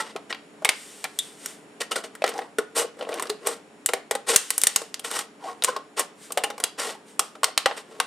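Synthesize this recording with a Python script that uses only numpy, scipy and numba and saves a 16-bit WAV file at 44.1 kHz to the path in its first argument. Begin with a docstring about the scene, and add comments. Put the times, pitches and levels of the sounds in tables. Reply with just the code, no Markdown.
"""Scissors cutting an aluminium can

Scissors work along the wall of an empty can, held in one hand close to a microphone.
The thin wall snaps in sharp cracks, made of clicks and short noise passed through the can's ringing modes.
Between them the blades shear, bend and slide (shaped noise); freed panels ping and stressed ones groan (tones).
A small room answers with a fading noise tail, over rumble, hiss and a soft hum of thin tones."""
import sys
import numpy as np
from scipy import signal
from scipy.fft import rfft, irfft, next_fast_len
from scipy.io import wavfile
from scipy.ndimage import uniform_filter1d
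from numba import njit

SR = 44100
rng = np.random.default_rng(int(sys.argv[2]) if len(sys.argv) > 2 else 0)


def unload_wav(signal):
    """Save mono or channel-first audio to the path in sys.argv[1] as 16-bit WAV at rate SR, clipped to [-1, 1]."""
    wavfile.write(
        sys.argv[1],
        SR,
        np.round(np.clip(np.atleast_2d(signal).T, -1, 1) * 32767).astype(np.int16),
    )


def gain_from_db(level_db):
    """Turn a decibel level (scalar or array-like) into a linear amplitude factor."""
    decades = np.asarray(level_db, float) / 20
    return 10 ** decades


N = 355798  # length in samples

# Steady background colour. Each row: frequency in Hz, relative level in dB per Hz.
BACKGROUND_COLOUR = [(25, -36.5), (60, -26), (110, -19), (176, -6), (290, -4), (350, -6.5), (410, -8),
                     (625, -8.5), (1270, -15), (2500, -19), (6000, -32.5), (7000, -26.5), (10500, -29.5),
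                     (12500, -43.5), (16500, -52)]
# Thin tones of the hum. Each row: frequency in Hz, average level in dB rms.
HUM_TONES = [(292, -58.5), (409, -59), (214, -64), (438, -59), (5496, -73.5), (6950, -73), (10150, -79)]
# How alike the background is left and right. Each row: frequency in Hz, likeness from 0 to 1.
LEFT_RIGHT_LIKENESS = [(60, 0.4), (250, 0.92), (1400, 0.4), (15000, 0.3)]
# Tilt of the background to one side. Each row: frequency in Hz, left minus right in dB.
BACKGROUND_LEAN = [(110, 3), (220, 0)]
# How long the room rings. Each row: frequency in Hz, time to fall by 60 dB in seconds.
ROOM_DECAY = [(200, 0.29), (1500, 0.35), (5000, 0.31), (12000, 0.1)]
# Two microphone ports hear the wall differently. Each row: frequency in Hz, side minus mid in dB.
PORT_SPREAD = [(300, -32), (1000, -23.5), (4000, -25.5), (8000, -6.5), (15000, -11)]
# Ringing modes of the can wall. 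Each row: frequency in Hz, width in Hz before damping, level in dB.
WALL_MODES = [(406, 2.3, -1.5), (420, 9.5, -2), (463.6, 17, 3), (592, 167, -14), (784, 6.9, -3),
              (1090, 50, -7.5), (1364, 72, -9), (1898, 84, -8.5), (2930, 91, -11.5), (3520, 44, -12.5),
              (4730, 30, -13.5), (5580, 27, -8.5), (7220, 44, -10.5), (7620, 140, -13), (8400, 67, -0.5),
              (8800, 61, -3.5), (9250, 90, -20), (9900, 230, -29)]
# Broad radiation of the sheet between the modes. Each row: frequency in Hz, level in dB before an offset.
SHEET_RADIATION = [(150, -23), (300, -9.5), (1000, -11), (3000, -12.5), (8000, -13), (12000, -19),
                   (16500, -64)]
# The hand muffles the deepest modes as the can turns; strokes feel half of it.
# Each row: time in seconds, level near 380 Hz in dB.
HAND_GRIP = [(1.5, -15), (2.5, -2), (4.6, -13), (5.3, -14.5), (8.1, -14)]
# A blade sliding smoothly along the wall. 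Each row: start, rise and hold in seconds, hiss level in dB.
SLIDE_STROKES = [(0.697, 0.067, 0.28, -39.5), (1.084, 0.15, 0.046, -42), (1.312, 0.14, 0.051, -40),
                 (4.389, 0.028, 0.41, -34.5), (6.149, 0.076, 0.037, -44.5), (7.036, 0.049, 0.025, -50.5),
                 (7.188, .03, 0.042, -45), (7.665, .02, 0.058, -48.5)]
# A stressed panel groaning: a gliding tone with irregular flutter.
# Each row: start, rise and hold in seconds, level in dB, first pitch in Hz, last pitch in Hz.
PANEL_GROANS = [(3.087, 0.023, 0.029, -36.5, 520, 693), (5.425, 0.022, 0.035, -32, 781, 807),
                (5.487, 0.007, 0.015, -35, 688, 754)]
# A freed panel ringing on at one pitch.
# Each row: start in seconds, pitch in Hz, starting level in dB, time to fall by 60 dB in seconds.
PANEL_PINGS = [(0.002, 1330, -19, 0.074), (0.004, 872, -25.5, 0.11), (0.001, 1910, -17, 0.033),
               (0.156, 406, -12, 0.022), (0.305, 1894, -26.5, 0.076), (1.189, 3670, -9.5, .055),
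               (1.189, 9170, -9, 0.034), (1.043, 2315, -23, 0.065), (1.044, 766, -25.5, 0.073),
               (1.815, 1850, -18.5, 0.076), (1.813, 470, -20, 0.063), (1.917, 2890, -23, 0.079),
               (1.916, 1310, -16, 0.047), (1.964, 1435, -15, .04), (1.972, 470, -20, 0.076),
               (2.22, 614, -16.5, 0.034), (2.242, 1904, -19, 0.098), (2.389, 790, -17.5, 0.05),
               (2.587, 420, -9, 0.057), (3.009, 552, -20, 0.05), (3.024, 530, -22, .04),
               (3.297, 420, -15, 0.089), (5.679, 1037, -17.5, 0.14), (5.684, 1510, -23, 0.1),
               (5.688, 507, -18, 0.069), (5.762, 1073, -19, 0.084), (6.375, 2940, -20, 0.063),
               (6.438, 2915, -18, .07), (7.194, 1260, -6.5, 0.017), (7.659, 540, -5.5, 0.046),
               (7.659, 805, -9.5, 0.089)]
# Blades shearing the edge. Each row: start, rise and hold in seconds, level in dB, sizzle in dB.
SHEAR_STROKES = [(-.01, 0.014, 0.0047, -28.5, -7.5), (0.038, 0.029, 0.052, -45, -14),
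                 (0.291, 0.0079, 0.011, -36, -17), (1.799, 0.0068, 0.0024, -29, -3),
                 (1.907, 0.0063, 0.0025, -26.5, -3.5), (1.951, 0.0075, 0.0038, -26, -3.5),
                 (2.031, 0.008, 0.0026, -37, -5.5), (2.253, 0.007, 0.039, -32.5, -32),
                 (2.746, 0.019, 0.044, -26, 5), (3.455, 0.008, 0.08, -34.5, 1),
                 (4.263, 0.026, 0.055, -21.5, 0), (5.034, 0.011, 0.065, -32.5, 0),
                 (5.103, 0.037, 0.077, -30, -1), (5.656, 0.022, 0.023, -32, -13),
                 (5.962, 0.03, 0.0043, -24, -4), (6.773, 0.024, 0.12, -26, -3.5),
                 (7.756, 0.021, 0.0033, -31.5, -6)]
# The wall bending under the blade.
# Each row: start, rise and hold in seconds, level in dB, creak pitch in Hz before its wander.
BEND_STROKES = [(2.31, 0.034, 0.099, -49.5, 750), (2.808, 0.0057, 0.017, -48, 507),
                (2.959, 0.039, 0.028, -50.5, 510), (3.058, 0.062, 0.035, -45.5, 610),
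                (3.152, 0.022, 0.145, -51, 420), (3.402, 0.054, 0.047, -47, 438),
                (5.393, 0.069, 0.04, -44.5, 905), (5.677, 0.016, 0.06, -51, 1070),
                (6.868, 0.036, 0.03, -53, 734), (7.825, 0.085, 0.35, -55, 413)]
# Hollow creak of a shearing blade, before its wander. Each row: time in seconds, pitch in Hz.
CREAK_PITCH = [(0, 1170), (.3, 517), (1.82, 495), (1.91, 1230), (1.97, 614), (4.3, 490), (5.1, 910),
               (8, 854)]
# The 1-3 kHz body of a snap as the cut moves round the wall. Each row: time in seconds, level in dB.
SNAP_BODY = [(0, -2.5), (2.4, 2), (3.1, 1), (3.9, -2), (4.6, -3), (5.6, -5), (6.4, -3), (7.2, -2.5),
             (8, 2.5)]
# The wall snapping. Each row: start in seconds, level in dB, boom below 1 kHz in dB,
# sizzle above 6 kHz in dB, loudest ring in Hz.
WALL_SNAPS = [(0.161, -14, 5, -13, 368), (0.326, -8, -5, -27, 1800), (0.346, -20, -6, -17, 2020),
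              (0.62, -34, 22.5, -7, 360), (0.647, 0, -4, -5.5, 2880), (0.651, 0.5, 2, -8, 2070),
              (0.69, 8.5, -8, -6, 2140), (1.041, -8, -6, -2, 1970), (1.049, -12.5, 2.5, -18, 1930),
              (1.188, -8, -43, 2.5, 3700), (1.459, -11.5, -10, -1, 9300), (1.816, -10.5, -17, -7, 1750),
              (1.917, -10, 1, -5, 2930), (2.151, -26, 3, -1.5, 1570), (2.22, -15, -4, -15, 2420),
              (2.24, -1, 1, -13.5, 596), (2.264, -20, -15, -0.5, 6500), (2.277, -11.5, -16, -6, 2340),
              (2.29, -16.5, 6.5, 2.5, 409.0), (2.337, -22.5, 10, -9.5, 5900), (2.378, -19.5, 5.5, -8, 5350),
              (2.389, -18, 7, -9.5, 1760), (2.36, -35, 0, -10, 2000), (2.315, -23, 4, -17, 2200),
              (2.418, -22, 6, -23, 1880), (2.584, -8, 8.5, -3.5, 1450), (2.844, -27, 15, -17, 474),
              (2.99, -30, 10, -9, 520), (3.009, -19, 11.5, -28, 2860), (3.024, -21.5, 11.5, -15, 2800),
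              (3.048, -29, 13, -27, 2700), (3.068, -32.5, 18.5, -23, 490), (3.089, -21, 13.5, -7.5, 540),
              (3.127, -20.5, 11.5, -22, 2490), (3.141, -17, -8, -3, 2980), (3.185, -23, -14, -13, 2500),
              (3.196, -12, 1, -4.5, 1100), (3.223, -15, 4, 0.5, 1020), (3.234, -19.5, 2, -22, 1350),
              (3.254, -24.5, 3, -9, 1270), (3.27, -21, -4, -11.5, 4630), (3.295, -17.5, 3, 0, 423),
              (3.299, -9, -3, -6, 4080), (3.47, -5.5, -0.5, 3, 590), (3.86, -2.5, -21, 3.5, 7900),
              (3.888, -6.5, 6, -7, 1290), (3.934, -1, 3, -5.5, 2020), (4.11, -1.5, 2.5, -4.5, 420.0),
              (4.151, -7.5, 3.5, -6.5, 523), (4.36, 13.5, -16, -3, 7000), (4.504, 2.5, -15.5, -3.5, 9500),
              (4.579, -2.5, -11.5, 4, 8900), (4.615, -4, -16, -1, 7700), (4.635, 6.5, -11, -3.5, 8500),
              (4.669, 7.5, -14.5, -2, 7400), (4.76, 6, -10, -3, 6750), (4.816, -16.5, 6.5, -4.5, 480),
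              (4.942, -5, -18, -9, 6450), (4.994, -17.5, 0, -0.5, 3080), (5.046, -9, -5, -11.5, 496),
              (5.113, -10, -5, -3, 1090.0), (5.19, -6, -6, -1.5, 1130), (5.622, -7.5, -4, -14, 3800),
              (5.637, -2, -4, -3.5, 9000), (5.645, 5, -9, -5.5, 7650), (5.683, -16, 13, -1.5, 1076),
              (5.763, -10, 8, -14.5, 1040), (5.994, -5.5, 5.5, 4.5, 1140), (6.304, -23, 11.5, -16, 1290),
              (6.321, -12, -6, -1.5, 8750), (6.373, -2, 9.5, -7, 1900), (6.436, -3, 9, -2.5, 1820),
              (6.501, -13, 9, -9.5, 1770), (6.579, -19, 4, -6.5, 1140), (6.6, -13.5, 4, -4, 466),
              (6.632, -25, 14.5, -10, 1300), (6.638, 5, -8, -7, 10000), (7.193, 3, 0.5, -6, 7430),
              (7.352, -26, 9.5, -13, 1370), (7.432, -2, 0.5, -7, 1070), (7.442, 6.5, -9.5, -9.5, 5150),
              (7.481, -20.5, 8, -18, 600), (7.576, 4, -8, -5.5, 4040), (7.658, 5.5, 0, -15.5, 1180),
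              (7.711, -11.5, 8, -39, 920), (8.0, 1, -4, -7, 1090.0)]

QUIET_DB = -48.5
ROOM_DB, ROOM_WIDTH = -15.5, 0.55  # width: share of side against mid
CAN_LOW_HZ = 250
MIC_LOW_HZ, MIC_TOP_HZ, FULL_SCALE = 75, 14400, 0.87
RISE_FROM_DB = -21.5  # a stroke fades in from this far below its level
SLIDE_SAG_DB_S, SLIDE_RELEASE_DB_S, SLIDE_BODY_DB = 17.5, 185, 0.5
GROAN_RELEASE_DB_S, GROAN_FLUTTER_DB, GROAN_OCTAVE_DB = 700, 2.5, -22
PING_RISE_S = 0.00078
PING_BLUR_HZ = 70000  # pitch at which the blur would be as wide as the pitch
SHEAR_BOOM_DB, SHEAR_SAG_DB_S, SHEAR_RELEASE_DB_S = 1.5, 105, 517
BOOM_LINGERS = 0.22  # share of a shear's change in level that the boom does not follow
BEND_BOOM_DB, BEND_SIZZLE_DB, BEND_SAG_DB_S, BEND_RELEASE_DB_S = 13.5, -5, 37, 295.5
# snap body: slightly weaker for hard snaps, and weaker for small, high panels
BODY_DB_PER_PEAK_DB, BODY_DB_PER_OCTAVE = -0.01, -0.97
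HARD_SNAP_DAMPING = 0.053  # hard snaps crease the wall: modes widen by these dB per dB of level above -10
RUSTLE_DB_PER_OCTAVE = -4  # the settling dent is duller than the crack


def on_log(hz, table):
    """Read a (Hz, value) table on a log-frequency axis."""
    f, v = np.transpose(table)
    return np.interp(np.log(np.maximum(hz, 1)), np.log(f), v)


def over_time(t, table):
    """Read a (seconds, value) table along straight lines."""
    return np.interp(t, *np.transpose(table))


def walk(rate):
    """Random wander: levels held 1 / rate seconds with smoothed steps; spread near 1."""
    k = int(SR / rate)
    held = np.repeat(rng.standard_normal(N // k + 1), k)
    return 1.3 * uniform_filter1d(held, k)[:N]


def resonance(hz, centre_hz, width):
    """One damped mode, gain 1 at its centre."""
    return 1j * hz * width / (centre_hz ** 2 - hz ** 2 + 1j * hz * width)


def shell(hz, detune, scatter_db, damping, sheet_db, crease=0):
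    """Response of the can wall: its modes over the broad radiation of the sheet."""
    f, width, db = np.transpose(WALL_MODES)[:, :, None]
    wider = 1 + crease * (f / 1000) ** 2  # a crease soaks up the high modes first
    ringing = resonance(hz, f * detune[:, None], width * damping * wider)
    modes = gain_from_db(db + scatter_db[:, None]) * ringing / np.sqrt(wider)
    return modes.sum(axis=0) + gain_from_db(on_log(hz, SHEET_RADIATION) + sheet_db)


def steady_shell(hz, damping, sheet_db, crease):
    """The can wall with every mode at its own pitch and level."""
    return shell(hz, np.ones(len(WALL_MODES)), np.zeros(len(WALL_MODES)), damping, sheet_db, crease)


def through(x, response):
    """Pass a sound through a frequency response, keeping its length."""
    return signal.fftconvolve(x, np.fft.fftshift(irfft(response)), "same")


@njit
def sweep(x, hz, share):
    """Band-pass whose centre moves; width is a share of the centre."""
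    y, b, l = np.empty(len(x)), 0., 0.
    for i in range(len(x)):
        g = np.tan(np.pi * hz[i] / SR)
        v = (b + g * (x[i] - l)) / (1 + g * (g + share))
        b, l, y[i] = 2 * v - b, l + 2 * g * v, share * v
    return y


def stroke_db(start, rise, hold, sag_db_s, release_db_s):
    """Rise, sagging hold and release of one stroke: its samples, dB under the top, and a soft first touch."""
    end = rise + hold + 40 / release_db_s
    span = np.arange(max(int(start * SR), 0), min(int((start + end) * SR), N))
    t = span / SR - start
    sagged_db = -sag_db_s * hold
    db = np.interp(t, [0, rise, rise + hold, end], [RISE_FROM_DB, 0, sagged_db, sagged_db - 40])
    return span, db, np.clip(t / 0.011, 0, 1)


def quiet():
    """Room rumble and hiss that breathe slightly, with a few thin wavering tones."""
    size = next_fast_len(N)
    hz = np.fft.rfftfreq(size, 1 / SR)
    alike = np.clip(on_log(hz, LEFT_RIGHT_LIKENESS), 0, 1)
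    weights = np.sqrt([1 + alike, 1 - alike])
    noise = rfft(rng.standard_normal((2, size)))
    mid, side = noise * weights * gain_from_db(on_log(hz, BACKGROUND_COLOUR))
    lean_db = on_log(hz, BACKGROUND_LEAN) / 2
    left, right = (mid + side) * gain_from_db(lean_db), (mid - side) * gain_from_db(-lean_db)
    air = irfft(np.array([left, right]), size)[:, :N]
    air = air * gain_from_db(QUIET_DB + 0.61 * walk(3.16)) / air.std()
    tones = np.zeros(N)
    for f, db in HUM_TONES:
        level = np.sqrt(2) * gain_from_db(db + 0.74 * walk(28))
        cycles = f / SR * np.cumsum(1 + 0.3 / f * walk(4.1))  # pitch wavers by about 0.3 Hz
        tones += level * np.sin(2 * np.pi * cycles)
    return air + tones


def room(x, size=24576):
    """Diffuse tail of a small room, shorter in the treble, partly different left and right."""
    t, hz = np.arange(size) / SR, np.fft.rfftfreq(size, 1 / SR)
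    tail = 0
    for centre in 125 * 2. ** np.arange(8):  # octave bands
        share = np.clip(1 - np.abs(np.log2(np.maximum(hz, 1) / centre)), 0, 1)
        band = irfft(rfft(rng.standard_normal((2, size))) * np.sqrt(share))
        tail = tail + band * gain_from_db(-60 * t / on_log(centre, ROOM_DECAY))
    tail = tail * np.clip(t / 0.0004, 0, 1)
    mid, side = tail / np.sqrt(np.sum(tail[0] ** 2))
    left_right = np.array([mid + ROOM_WIDTH * side, mid - ROOM_WIDTH * side])
    return signal.fftconvolve(x[None], left_right, axes=1)[:, :N]


def ports(x, size=2048):
    """Left and right ports: the difference is a smeared, coloured copy of the sound."""
    hz = np.fft.rfftfreq(size, 1 / SR)
    smear = rng.standard_normal(size) * np.exp(-np.arange(size) / SR / 0.00043)
    smear = np.roll(smear, 32) / np.sqrt(np.sum(smear ** 2))
    smear = irfft(rfft(smear) * gain_from_db(on_log(hz, PORT_SPREAD)))
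    side = signal.oaconvolve(x, smear)[:N]
    return np.array([x + side, x - side])


def slides(size=8192):
    """Smooth friction hiss, radiated mostly by the high modes of the wall."""
    hz, gain = np.fft.rfftfreq(size, 1 / SR), np.zeros(N)
    wall = steady_shell(hz, 2.8, 3.4, 0.04)
    colour_db = [(800, SLIDE_BODY_DB - 9.5), (3000, SLIDE_BODY_DB), (7000, -0.5), (13000, -5)]
    friction = rng.standard_normal(N) * gain_from_db(0.47 * walk(34))
    hiss = through(friction, wall * gain_from_db(on_log(hz, colour_db)))
    for start, rise, hold, db in SLIDE_STROKES:
        span, shape_db, touch = stroke_db(start, rise, hold, SLIDE_SAG_DB_S, SLIDE_RELEASE_DB_S)
        gain[span] += touch * gain_from_db(db + shape_db)
    return gain * hiss / hiss.std()


def groans():
    """A fluttering tone with a weak octave that glides as the panel tightens."""
    out = np.zeros(N)
    flutter, waver = gain_from_db(GROAN_FLUTTER_DB * walk(120)), np.exp(0.047 * walk(120))
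    for start, rise, hold, db, from_hz, to_hz in PANEL_GROANS:
        span, shape_db, touch = stroke_db(start, rise, hold, 0, GROAN_RELEASE_DB_S)
        hz = np.interp(span / SR - start, [0, rise + hold], [from_hz, to_hz]) * waver[span]
        phase = 2 * np.pi * np.cumsum(hz) / SR
        tone = np.sin(phase) + gain_from_db(GROAN_OCTAVE_DB) * np.sin(2 * phase)
        out[span] += np.sqrt(2) * tone * touch * flutter[span] * gain_from_db(db + shape_db)
    return out


def pings():
    """Each panel starts softly and dies away, throbbing as the dented wall shifts."""
    out, waver = np.zeros(N + SR), np.tile(walk(700), 2)
    for (s, hz, db, t60), turn in zip(PANEL_PINGS, rng.random(len(PANEL_PINGS))):
        t = np.arange(int(min(t60, 0.9) * SR)) / SR
        first = int(s * SR)
        span = slice(first, first + len(t))
        # high panels are clusters of close modes: their pitch is blurred
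        blur = np.cumsum(waver[span]) / SR * hz / PING_BLUR_HZ
        tone = np.sin(2 * np.pi * (hz * (t + blur) + turn))
        out[span] += tone * (1 - np.exp(-t / PING_RISE_S)) * gain_from_db(db - 60 * t / t60)
    return out[:N] * gain_from_db(2 * walk(70))


def stroke_gains():
    """Blade pressure over time as gains for body, boom, sizzle, creak and crumple."""
    gain = np.zeros((5, N))
    shears = [(*row, SHEAR_BOOM_DB, BOOM_LINGERS, SHEAR_SAG_DB_S, SHEAR_RELEASE_DB_S)
              for row in SHEAR_STROKES]
    bends = [(*row[:4], BEND_SIZZLE_DB, BEND_BOOM_DB, 0, BEND_SAG_DB_S, BEND_RELEASE_DB_S)
             for row in BEND_STROKES]
    for start, rise, hold, level_db, sizzle_db, boom_db, lingers, sag, release in shears + bends:
        span, shape_db, touch = stroke_db(start, rise, hold, sag, release)
        boom_db = boom_db - lingers * shape_db
        # heavy, boomy pressure bends the wall: it creaks and crumples more
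        creak_db, crumple_db = 1.76 * boom_db - 15.5, 0.75 * boom_db - 9
        for k, db in enumerate([0, boom_db + 2.5, sizzle_db, creak_db, crumple_db]):
            gain[k, span] += touch * gain_from_db(level_db + shape_db + db)
    return gain


def creaking(grains):
    """Hollow creak: the grains pass twice through a band-pass at a wandering pitch."""
    creak_hz = over_time(np.arange(N) / SR, CREAK_PITCH)
    for start, rise, hold, _, bend_hz in BEND_STROKES:
        span = stroke_db(start, rise, hold, BEND_SAG_DB_S, BEND_RELEASE_DB_S)[0]
        creak_hz[span] = bend_hz
    creak_hz = creak_hz * np.exp(0.14 * walk(40))
    return sweep(sweep(grains, creak_hz, 0.3), creak_hz, 0.3)


def denting():
    """Tiny dents give way at random, about 260 a second, each a tick of about 2 ms."""
    dents = (rng.random(N) < 260 / SR) * gain_from_db(17 * rng.random(N))
    return rng.standard_normal(N) * signal.lfilter([1], [1, -np.exp(-1 / (0.0016 * SR))], dents)


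def strokes(size=8192):
    """Dense stick-slip grains under the blade drive the wall; pressure shifts boom, sizzle and creak."""
    t, hz = np.arange(N) / SR, np.fft.rfftfreq(size, 1 / SR)
    grains = rng.standard_normal(N) * gain_from_db(1.3 * walk(600) + 1.8 * walk(110))
    wall = steady_shell(hz, 0.91, 0.73, 0.015)
    low = 1 / (1 + (hz / 1200) ** 4)
    high = 1 / (1 + (5500 / np.maximum(hz, 1)) ** 4)
    body = through(grains, wall * (1 - low - high))
    boom = through(grains, wall * low)
    sizzle = through(grains, wall * high)
    creak = creaking(grains)
    crumple = through(denting(), wall * (1 - high - 0.5 * low))
    # the boom is evened out before the grip, so that the grip still changes its level
    gripped_boom = boom / boom.std() * gain_from_db(0.5 * over_time(t, HAND_GRIP))
    gain = stroke_gains()
    out = gain[1] * gripped_boom
    for g, layer in zip(gain[[0, 2, 3, 4]], (body, sizzle, creak, crumple)):
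        out += g * layer / layer.std()
    return out


def snaps(size=4096, count=256):
    """Each buckle is a click and a few ms of rattle; the dented wall is tuned a little differently each time."""
    out, hz = np.zeros(N + size), np.fft.rfftfreq(size, 1 / SR)
    n = np.arange(size)
    t = np.maximum(n - count, 0) / SR
    fade = np.clip(np.minimum(n / 64, (size - n) / 1500), 0, 1)
    for s, peak_db, boom_db, sizzle_db, ring_hz in WALL_SNAPS:
        body_db = over_time(s, SNAP_BODY) + BODY_DB_PER_PEAK_DB * peak_db
        body_db += BODY_DB_PER_OCTAVE * np.log2(ring_hz / 1000)
        # big boomy dents roll over slowly, small bright ones crack at once
        slow = max(boom_db + 11.5, 0)
        rise, fall = 0.00032 * gain_from_db(0.46 * slow), 0.0031 * gain_from_db(0.26 * slow)  # s
        noise = rng.standard_normal(size) * np.minimum(t / rise, 1)
        rattle = noise * np.exp(-t / fall)
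        rattle[count + 12] += 6.84 * 0.00031 / rise  # the click
        # a weaker rustle follows as the dent settles
        rustle = noise * gain_from_db(-17.0) * np.exp(-t / 0.041)
        rustle_tilt = gain_from_db(RUSTLE_DB_PER_OCTAVE * np.log2(np.maximum(hz, 300) / 1000))
        pitch_chance, level_chance = rng.standard_normal((2, len(WALL_MODES)))
        damping = 2.2 * gain_from_db(HARD_SNAP_DAMPING * max(peak_db + 10, 0))
        wall = shell(hz, 1 + 0.03 * pitch_chance, 3 * level_chance, damping, 3.0, 0.07)
        # the panel that flips rings out at first; high panels are small and well damped
        panel = resonance(hz, ring_hz, 20 + 0.22 * ring_hz) / (1 + ring_hz / 3000)
        grip_db = over_time(s, HAND_GRIP)
        colour_db = on_log(hz, [(380, boom_db + grip_db), (650, boom_db), (1800, body_db),
                                (4300, 0.0048), (8500, sizzle_db)])
        sound = rfft(rattle) * (wall + 2 * panel) + rfft(rustle) * wall * rustle_tilt
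        start = int((s + 0.0006) * SR) - count
        out[start:start + size] += fade * irfft(sound * gain_from_db(colour_db + peak_db))
    return out[:N]


def scene():
    """The can sits a little left of the microphone; being small it radiates no deep bass."""
    background = quiet()
    can = slides() + groans() + pings() + strokes() + snaps()
    no_bass = signal.butter(2, CAN_LOW_HZ, "high", fs=SR, output="sos")
    can = signal.sosfilt(no_bass, can)
    direct = ports(can) * gain_from_db(np.array([[0.3], [-0.3]]))
    return background + gain_from_db(ROOM_DB) * room(can) + direct


def gain_control(loudness, top, slope, attack_s, release_s, size=64):
    """Gain that drops fast above a level and recovers slowly, worked out block by block."""
    blocks, e = uniform_filter1d(loudness, size)[::size], 0.
    follow = np.empty(len(blocks))
    for i, v in enumerate(blocks):
        e += (v - e) * min(size / SR / (attack_s if v > e else release_s), 1)
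        follow[i] = e
    gain = (top / np.maximum(follow, top)) ** slope
    return np.interp(np.arange(N), np.arange(len(blocks)) * size, gain)


def low_pass(x):
    """Removes everything above the highest recorded frequency."""
    return signal.sosfilt(signal.butter(12, 16660, fs=SR, output="sos"), x)


def record(dry):
    """Gain control ducks after loud cracks, the loudest peaks are rounded, both ends are rolled off."""
    gain = gain_control(np.abs(dry).max(axis=0), gain_from_db(-37.0), 0.16, 0.0022, 0.46)
    ducked = dry * gain
    rounded = ducked / (1 + (ducked / FULL_SCALE) ** 4) ** (1 / 4)
    low_cut = signal.butter(2, MIC_LOW_HZ, "high", fs=SR, output="sos")
    high_cut = signal.butter(6, MIC_TOP_HZ, fs=SR, output="sos")
    finished = signal.sosfilt(high_cut, signal.sosfilt(low_cut, rounded))
    return low_pass(finished)


dry = scene()
out = record(dry)
unload_wav(out)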